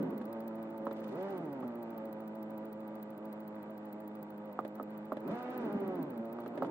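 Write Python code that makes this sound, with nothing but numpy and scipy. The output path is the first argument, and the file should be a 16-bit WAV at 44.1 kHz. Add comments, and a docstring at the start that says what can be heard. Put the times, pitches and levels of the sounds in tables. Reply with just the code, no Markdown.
"""Car cabin in town traffic

Stereo, from inside a creeping car: the engine idles, is blipped once, then pulls away and drops back.
Its speed sets the throttle, the hum, the intake rush and how hard it rocks the body. Road rumble and
vent air lie beneath, with soft rustles and brake moans. Close to the microphone the controls knock
and click, and something electronic ticks faintly and very high at a fixed rate."""
import sys
import numpy as np
from scipy import signal
from scipy.fft import rfft, irfft, next_fast_len
from scipy.io import wavfile
from scipy.ndimage import uniform_filter1d

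SR = 44100
rng = np.random.default_rng(int(sys.argv[2]) if len(sys.argv) > 2 else 0)


def inscribe(sig):
    """Save sig as 16-bit PCM at rate SR to the path in sys.argv[1].

    A 1-D sig is mono; a 2-D sig holds one channel per row.
    Samples are clipped to [-1, 1] before scaling.
    """
    pcm = np.round(np.clip(np.atleast_2d(sig).T, -1, 1) * 32767)
    wavfile.write(sys.argv[1], SR, pcm.astype(np.int16))


N = 295470
T = np.arange(N) / SR
IDLE_HZ, CYLINDERS = 53, 8  # firing rate at idle; firings per engine cycle

# spectrum of throttle hiss and rustles: f/Hz, relative level/dB
HISS_SPECTRUM = [(300, -26), (2000, 7), (4500, -3), (6000, -5), (9000, -9), (12000, -16.5), (16000, -14)]


def undb(db):
    """Decibels to gain."""
    return 10 ** (np.asarray(db) / 20)


def unit(x):
    """Scale to rms 1."""
    return x / np.sqrt(np.mean(x ** 2))


def at(points, hz):
    """Read (f/Hz, value) points on a log-frequency axis."""
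    f, value = np.transpose(points)
    return np.interp(np.log(np.maximum(hz, 1)), np.log(f), value)


def colour(x, points):
    """Filter by (f/Hz, gain/dB) points."""
    size = next_fast_len(N)
    gain = undb(at(points, np.arange(size // 2 + 1) * SR / size))
    return irfft(rfft(x, size) * gain, size)[..., :N]


def walk(rate):
    """Smooth random drift that turns about rate times a second; spread near 1."""
    k = max(int(SR / rate), 2)
    start = rng.integers(k)
    steps = np.repeat(rng.standard_normal(N // k + 2), k)
    return 1.112 * uniform_filter1d(steps, k)[start:start + N]


def curve(table):
    """Join (t/s, value) points, sample by sample."""
    return np.interp(T, *np.transpose(table))


def swells(table):
    """Gain of bell-shaped swells from rows of peak t/s, length/s, level/dB."""
    return sum(undb(db) * np.exp(-2 * ((T - s) / length) ** 2) for s, length, db in table)


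def add(track, s, sound):
    """Mix a sound into a track at s seconds."""
    part = track[..., int(s * SR):][..., :sound.shape[-1]]
    part += sound[..., :part.shape[-1]]


def diffuse(spectrum):
    """Noise filling the cabin: narrow in the upper bass, wide in the treble, ringing in the trim."""
    # faint resonances of ducts and trim: f/Hz, width/Hz, boost/dB
    trim = [(1538, 150, 4), (1956, 89, 5.5), (2450, 65, 1.5), (3030, 120, 5.5), (3565, 190, 5.5),
            (4150, 260, 3), (4840, 120, 4)]
    # width of the sound field: f/Hz, side minus mid/dB
    stereo_width = [(30, 2.5), (80, -11), (120, -27), (210, -37), (300, -27.5), (420, -2.5), (650, -11.5),
                    (1000, -6), (1250, 2.5), (1700, -2.5), (2600, 7), (4400, 5.5), (8000, -1), (16000, 0)]
    hz = np.geomspace(20, SR / 2, num=1000)
    rings_db = sum(db * np.exp(-2 * ((hz - f) / width) ** 2) for f, width, db in trim)
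    mid, side = colour(rng.standard_normal((2, N)), np.transpose([hz, at(spectrum, hz) + rings_db]))
    side = colour(side, stereo_width)
    return unit(np.array([mid + side, mid - side]))


def vent_air(level_db=-60):
    """Steady air from the vents, all round the microphone."""
    # air noise: f/Hz, relative level/dB
    spectrum = [(25, -4.5), (85, -7), (130, 15.5), (190, 7), (600, 10.5), (1500, -6.5), (3000, -26.5),
                (4200, -29.5), (6000, -48), (7300, -24), (8100, -28.5), (9000, -53.5), (11000, -44),
                (16000, -47)]
    return undb(level_db) * diffuse(spectrum)


def rustles(crackle_db=4.5):
    """Soft rustles in the cabin: swells of hiss with a fast flicker."""
    # rustles: peak t/s, length/s, level/dB
    events = [(1.15, 0.41, -70), (5.31, 0.035, -66), (5.38, .1, -72.5), (5.58, 0.19, -72),
              (6.45, 0.071, -72), (6.65, 0.045, -67.5)]
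    return swells(events) * undb(crackle_db * walk(120)) * diffuse(HISS_SPECTRUM)


def rumble(climb, roll, shudder, still_db=-57, road_db=-52, rise_db=-59, fall_db=-52, judder_db=1):
    """The body shakes a little at rest, more as the tyres roll, most as falling revs rock the engine."""
    # body rumble: f/Hz, relative level/dB
    spectrum = [(30, -38.5), (85, -46.5), (120, -22), (165, -6), (195, -4), (235, -0.5), (290, -1),
                (385, -4.5), (460, -8.5), (600, -15.5), (1000, -23.5), (2000, -40), (5000, -69)]
    rocking = undb(np.where(climb > 0, rise_db, fall_db)) ** 2 * np.abs(climb)
    power = undb(still_db) ** 2 + (undb(road_db) * roll) ** 2 + rocking + shudder ** 2
    return diffuse(spectrum) * np.sqrt(power) * undb(judder_db * walk(22.45))


def ticking(level_db=-50, weak_db=-4, burst_s=0.0043, tail_db=-11, tail_s=0.005, uneven_db=2.27):
    """Short, very high electronic bursts, strong and weak in turn."""
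    # one tick: f/Hz, gain/dB
    spectrum = [(2500, -37), (4000, -7.5), (7000, -20), (9700, -10), (11300, -20), (12400, -9.5),
                (13200, -4.5), (14100, -15), (14700, 10.5), (15100, 5), (15700, 9.5), (16300, -19)]
    # width from reaching the two channels out of step: f/Hz, side minus mid/dB
    stereo_width = [(4000, 4.5), (8000, 0), (13200, -5), (14500, -0.5), (15600, 4.5)]
    first_s, gap_s, period_s = .0278, .0758, .14998
    gate = np.zeros(N)
    for start, db in ((first_s, 0), (first_s + gap_s, weak_db)):
        age = (T - start) % period_s
        tail = undb(tail_db) * np.exp(-np.abs(age - burst_s) / tail_s)
        gate += undb(db) * np.where(age < burst_s, 1, tail)
    left = colour(gate * undb(uneven_db * walk(10)) * rng.standard_normal(N), spectrum)
    shift_rad = 2 * np.arctan(undb(at(stereo_width, np.arange(N // 2 + 1) * SR / N)))
    right = irfft(rfft(left) * np.exp(1j * shift_rad), N)
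    return undb(level_db) * np.array([left, right])


def brake_moans(wobble_rad=0.56):
    """A dragging brake pad sings one soft, unsteady note that glides."""
    # moans: peak t/s, length/s, level/dB, f/Hz, glide/(Hz per s)
    events = [(1.02, 0.1, -49.5, 523, -100), (2.916, 0.032, -51, 571.7, 800)]
    drift = wobble_rad * walk(60)
    out = np.zeros(N)
    for s, length, db, hz, glide in events:
        phase = 2 * np.pi * (hz + glide * (T - s) / 2) * (T - s)
        out += np.sqrt(2) * swells([(s, length, db)]) * np.sin(phase + drift)
    return out


def body_booms(wobble_rad=0.81):
    """A low body resonance swells briefly and unsteadily as the engine rocks on its mounts."""
    # booms: peak t/s, length/s, level/dB, f/Hz
    events = [(0.016, 0.035, -36.5, 200.3), (0.09, 0.064, -40.5, 240), (0.216, .02, -38.5, 247),
              (1.65, 0.077, -43, 240.3), (5.322, 0.027, -36.5, 204.2), (5.622, 0.032, -35, 244),
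              (5.76, 0.026, -34.5, 215), (5.88, .05, -39, 212.3), (6.009, 0.024, -34.5, 262)]
    drift = wobble_rad * walk(60)
    return sum(np.sqrt(2) * swells([(s, length, db)]) * np.sin(2 * np.pi * hz * (T - s) + drift)
               for s, length, db, hz in events)


def blow(thud_db, middle_db, snap_db, pan_db, thud_hz=680, clack_hz=1130, snap_s=0.008,
         scatter=0.034, scatter_s=0.0078, attack_s=0.00099):
    """A blow rings the console and snaps; near surfaces scatter the ring. Gives stereo (ring, snap)."""
    # console modes: f/Hz, relative level/dB, t60/s
    console = [(256, -4.5, 0.047), (441, -17.5, 0.11), (595, -1, 0.036), (802, -0.5, 0.0048),
               (886, 4.5, 0.013), (1013, 2.5, 0.014), (1160, 12, 0.0096), (1284, -5, 0.014),
               (1510, -11.5, 0.025)]
    t = T[:SR // 5]
    hz, db, t60 = np.transpose(console)
    tuned = hz * (1 + 0.018 * rng.standard_normal(len(hz)))
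    modes = np.sin(2 * np.pi * tuned[:, None] * t) * np.exp(-np.log(1000) * t / t60[:, None])
    gains = undb(db + np.select([hz < thud_hz, hz < clack_hz], [thud_db, middle_db]))
    onset = 1 - np.exp(-(t / attack_s) ** 2)  # the attack is softened over about a millisecond
    ring = gains @ modes * onset
    reflections = rng.standard_normal(len(t)) + .5 * rng.standard_normal((2, len(t)))
    paths = scatter * reflections * np.exp(-t / scatter_s)
    paths[:, 0] = 1  # direct sound
    ring = signal.fftconvolve(paths, ring[None], axes=1)[:, :len(t)]
    snap = undb(snap_db) * rng.standard_normal((2, len(t))) * np.exp(-t / snap_s)
    pan = undb(np.array([[pan_db], [-pan_db]]) / 2)
    return pan * np.array([ring / np.abs(ring).max(), snap])


def controls(rebound_s=0.011, rebound_thud_db=-0.5, knock_pan_db=-3.5):
    """Close by, a little right: knocks clack and rebound once; clicks snap and ring the low modes."""
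    # dull knocks of lever and pedals: t/s, gain/dB, then relative thud/dB, middle/dB, snap/dB, rebound/dB
    knocks = [(.868, -24.5, -5.5, -5, -25.5, -22), (1.628, -37, 4, 2, -21, -1),
              (2.087, -43, -20, -5, -32, -12), (4.590, -20, -10.5, -1.5, -31.5, -31),
              (4.787, -45, -12, -10, -32, -20), (4.798, -29.5, -2, -3.5, -32, -4.5),
              (5.120, -24.5, -3, -6.5, -26, -20), (6.387, -33.5, -10, -5, -26, -22),
              (6.622, -23.5, 2, 0.5, -25.5, -8.5)]
    # sharper clicks of catches and trim: t/s, gain/dB, then relative thud/dB, snap/dB
    clicks = [(0.214, -49, 7, -2), (.911, -37, 5, -11), (4.649, -35, 7, -12), (5.169, -35.5, 8.5, -12.5),
              (6.461, -36.5, 8, -13.5), (6.576, -34, 16, -12.5), (6.647, -31, -5, -18)]
    # the ring of the small panel keeps mainly its middle: f/Hz, gain/dB
    ring_spectrum = [(70, -39), (200, 0), (400, 11), (1400, -4), (1900, -13), (3000, 1), (6000, -47)]
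    # brightness of the snap: f/Hz, gain/dB
    snap_spectrum = [(100, -40), (700, -9), (1600, 12.5), (2100, 6), (2700, 0), (3700, -2.5), (5500, -15),
                     (9000, -17.5), (16000, -22)]
    track = np.zeros((2, 2, N))
    for s, db, thud_db, middle_db, snap_db, rebound_db in knocks:
        add(track, s, undb(db) * blow(thud_db, middle_db, snap_db, knock_pan_db))
        rebound = blow(thud_db + rebound_thud_db, middle_db, snap_db, knock_pan_db)
        add(track, s + rebound_s, undb(db + rebound_db) * rebound)
    for s, db, thud_db, snap_db in clicks:
        add(track, s, undb(db) * blow(thud_db, middle_db=3.5, snap_db=snap_db, pan_db=-1.5))
    rings, snaps = track
    return colour(rings, ring_spectrum) + colour(snaps, snap_spectrum)


def drive(flywheel_s=0.086, settle_s=0.072):
    """Firing rate, revs (octaves over idle), their smoothed climb (octaves a second) and throttle."""
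    # engine settling, a blip, a long idle, pulling away: t/s, firing rate/Hz
    speed = [(0.0, 70.2), (0.1, 57.54), (0.2, 50.2), (0.32, 56.85), (0.481, 55.8), (0.989, 55.04),
             (1.105, 53.14), (1.187, 91), (1.24, 97.44), (1.305, 99.3), (1.40, 86.15), (1.51, 69.9),
             (1.59, 66.1), (1.682, 59.55), (2.085, 54.3), (4.435, 52.55), (5.25, 53.22), (5.33, 118),
             (5.40, 122.9), (5.565, 126.5), (5.62, 119.2), (5.69, 102.3), (5.777, 100.7), (5.95, 90.74),
             (6.06, 73.07), (6.12, 61.75), (6.2, 55.78), (6.38, 59.12), (6.56, 58), (6.64, 67.26),
             (6.7, 64.54)]
    hz = curve(speed)
    revs = np.log2(hz / IDLE_HZ)
    climb = uniform_filter1d(np.gradient(revs) * SR, int(settle_s * SR))
    # the flywheel makes the speed lag the pedal
    throttle = np.tanh(np.maximum(revs + flywheel_s * climb, 0))
    return hz, revs, climb, throttle


def uneven_firing(hz, lope=0.015, hunt=0.0025, stumble_s=0.0601, stumble_sag=0.02003):
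    """Unequal cylinders make the crank surge once a cycle, most at idle; weak burns let the speed sag."""
    # weak burns at idle: t/s
    stumbles = [3.18, 3.62, 3.9, 4.33, 4.52]
    cycle = 2 * np.pi * np.cumsum(hz) / SR / CYLINDERS
    sag = stumble_sag * sum(np.exp(-2 * ((T - s) / stumble_s) ** 2) for s in stumbles)
    surge = (IDLE_HZ / hz) ** 2 * (lope * np.sin(cycle) + hunt * walk(16))
    return hz * (1 - sag + surge)


def intake_rush(phase, pulse=0.34, lope=0.17, flicker_db=0.84):
    """Intake and valve noise, throbbing with the firings."""
    # intake noise: f/Hz, relative level/dB
    spectrum = [(100, -22.5), (250, 0.5), (460, -1.5), (580, 8), (730, 1.5), (900, 3.5), (1080, -6.5),
                (1250, -2), (1400, -8), (1750, -11.5), (2400, -18), (3000, -27.5), (4500, -35), (9000, -46),
                (16000, -56)]
    throb = 1 + pulse * np.cos(2 * phase) + lope * np.cos(phase)
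    noise = diffuse(spectrum) * throb * undb(flicker_db * walk(14))
    return unit(colour(noise, [(70, -34), (130, -3)]))  # bass cut


def hum(hz, phase, throttle, climb, strain, bite_db=14, bite_hz=1050, overrun_db=-1, pull_db=5,
        boom_db=1.5, waver_db=1.48, rough_db=1.03, smear_rad=0.12, judder=0.2):
    """Crank orders sweep through the cabin response; throttle lifts the high ones, strain the low."""
    # orders: multiple of firing rate (rounded for pitch), level/dB, throttle boost/dB, coasting boost/dB
    orders = [(2, -1.5, 0.5, 0.5), (3, -14, 4, 1.5), (3.97, 0.5, -1, 3.5), (5, -15, -6, 2),
              (6, -1.5, 1.5, -4.5), (7, -21, 2, -2), (7.9, -8, 0, 5), (9, -16.5, 1.5, -2),
              (10.1, -3.5, -3.5, -1.5), (12, -9, 1.5, 1), (14, -11.5, 3.5, 2), (16, -10.5, 1, 0),
              (18, -10, 0.5, -6.5), (20, -16, 5, 3.5), (22, -10.5, -2.5, -1.5), (24, -16, 0, -0.5),
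              (30, -15, -4, -1.5)]
    # path from engine to cabin: f/Hz, gain/dB
    cabin = [(106, -23.5), (160, -2), (188, -8.5), (212, 0.5), (232, -2.5), (250, -3), (280, -4.5),
             (320, -2.5), (390, -1.5), (440, -4.5), (490, -9), (520, -2.5), (555, 2), (595, -3), (670, -2),
             (750, -6), (910, -2), (1040, -10.5), (1220, -9), (1400, -17.5), (2000, -30), (3000, -32)]
    # phase at the microphone: f/Hz, left ahead of right/rad
    left_lead = [(100, 0), (215, 0), (320, -.18), (430, -.9), (550, -.25), (650, -.25), (800, .15),
                 (1000, -.1), (1200, -1), (2000, -1.4)]
    overrun = np.maximum(-climb, 0)
    pull = np.tanh(np.maximum(climb, 0)) * throttle
    coasting = np.tanh(2 * overrun)
    out = np.zeros((2, N))
    for order, db, throttle_db, coasting_db in orders:
        f = np.round(order) * hz
        height = min(order / 10, 1)
        # uneven burns shake the high orders more than the low ones, most at idle
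        shake_db = (waver_db + rough_db * height ** 2 * IDLE_HZ / hz) * walk(24)
        rasp_db = bite_db * throttle * np.clip(np.log2(f / bite_hz), 0, 1)
        low_db = boom_db * strain * (1 - height ** 2)
        # rising revs firm up the middle; falling revs soften the top and judder
        middle_db = pull_db * pull * np.sin(np.pi * height) ** 2
        top_db = overrun_db * height ** 2 * overrun
        load_db = throttle_db * throttle + coasting_db * coasting
        gain = undb(at(cabin, f) + db + shake_db + rasp_db + low_db + middle_db + top_db + load_db)
        gain *= 1 + judder * (1 - height / 2) * coasting * (np.sin(phase / 2) + walk(110))
        angle = np.round(order) * phase + smear_rad * height * walk(30) + rng.uniform(0, 2 * np.pi)
        lead = at(left_lead, f) / 2
        out += np.sqrt(2) * gain * np.sin([angle + lead, angle - lead])
    return out


def engine(hz, revs, climb, throttle, roll, strain, hum_db=-50, rush_db=-56.5, hiss_db=-78):
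    """Hum and rush grow with the revs and with the load of rolling; the throttle hisses as it opens."""
    hz = uneven_firing(hz)
    phase = 2 * np.pi * np.cumsum(hz) / SR
    tone = hum(hz, phase, throttle, climb, strain) * undb(hum_db + 3.5 * revs + 4 * roll)
    rush = intake_rush(phase) * undb(rush_db + 4 * throttle ** 2 + 3.5 * revs ** 2 + 2 * roll)
    hiss = diffuse(HISS_SPECTRUM) * undb(hiss_db) * throttle ** 2
    return tone + rush + hiss


def scene():
    """Engine and cabin noise, a little louder on the right, with controls and ticking close by."""
    # the car creeps, all but stops, moves off: t/s, share of creeping pace
    pace = [(0, 0.92), (.7, 0.75), (1.7, 0.83), (3.1, 0.16), (5.2, 0.13), (6, 0.75), (6.7, 0.99)]
    # the drivetrain takes up load: peak t/s, length/s, rumble level/dB
    shudders = [(.04, 0.16, -39), (5.3, 0.07, -39.5), (5.77, 0.45, -41.5), (6.66, 0.14, -41.5)]
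    # balance at the microphone: f/Hz, left minus right/dB
    balance = [(60, -0.5), (110, 0.0), (200, -0.5), (380, -2.0), (700, -1.0), (1290, -3.0), (2380, 0.5),
               (4400, 0.0), (8120, -0.5), (15000, -0.5)]
    hz, revs, climb, throttle = drive()
    roll, shudder = curve(pace), swells(shudders)
    background = vent_air() + rustles()
    motor = engine(hz, revs, climb, throttle, roll, strain=shudder / shudder.max())
    left, right = background + motor + rumble(climb, roll, shudder) + body_booms() + brake_moans()
    lean = np.array(balance) * [1, .5]  # half to each channel
    cabin = np.array([colour(left, lean), colour(right, lean * [1, -1])])
    return cabin + controls() + ticking()


def record(dry):
    """The recorder cuts the top steeply."""
    top_hz = 16500
    return signal.sosfilt(signal.ellip(8, .2, 70, top_hz, fs=SR, output="sos"), dry)


dry = scene()
out = record(dry)
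inscribe(out)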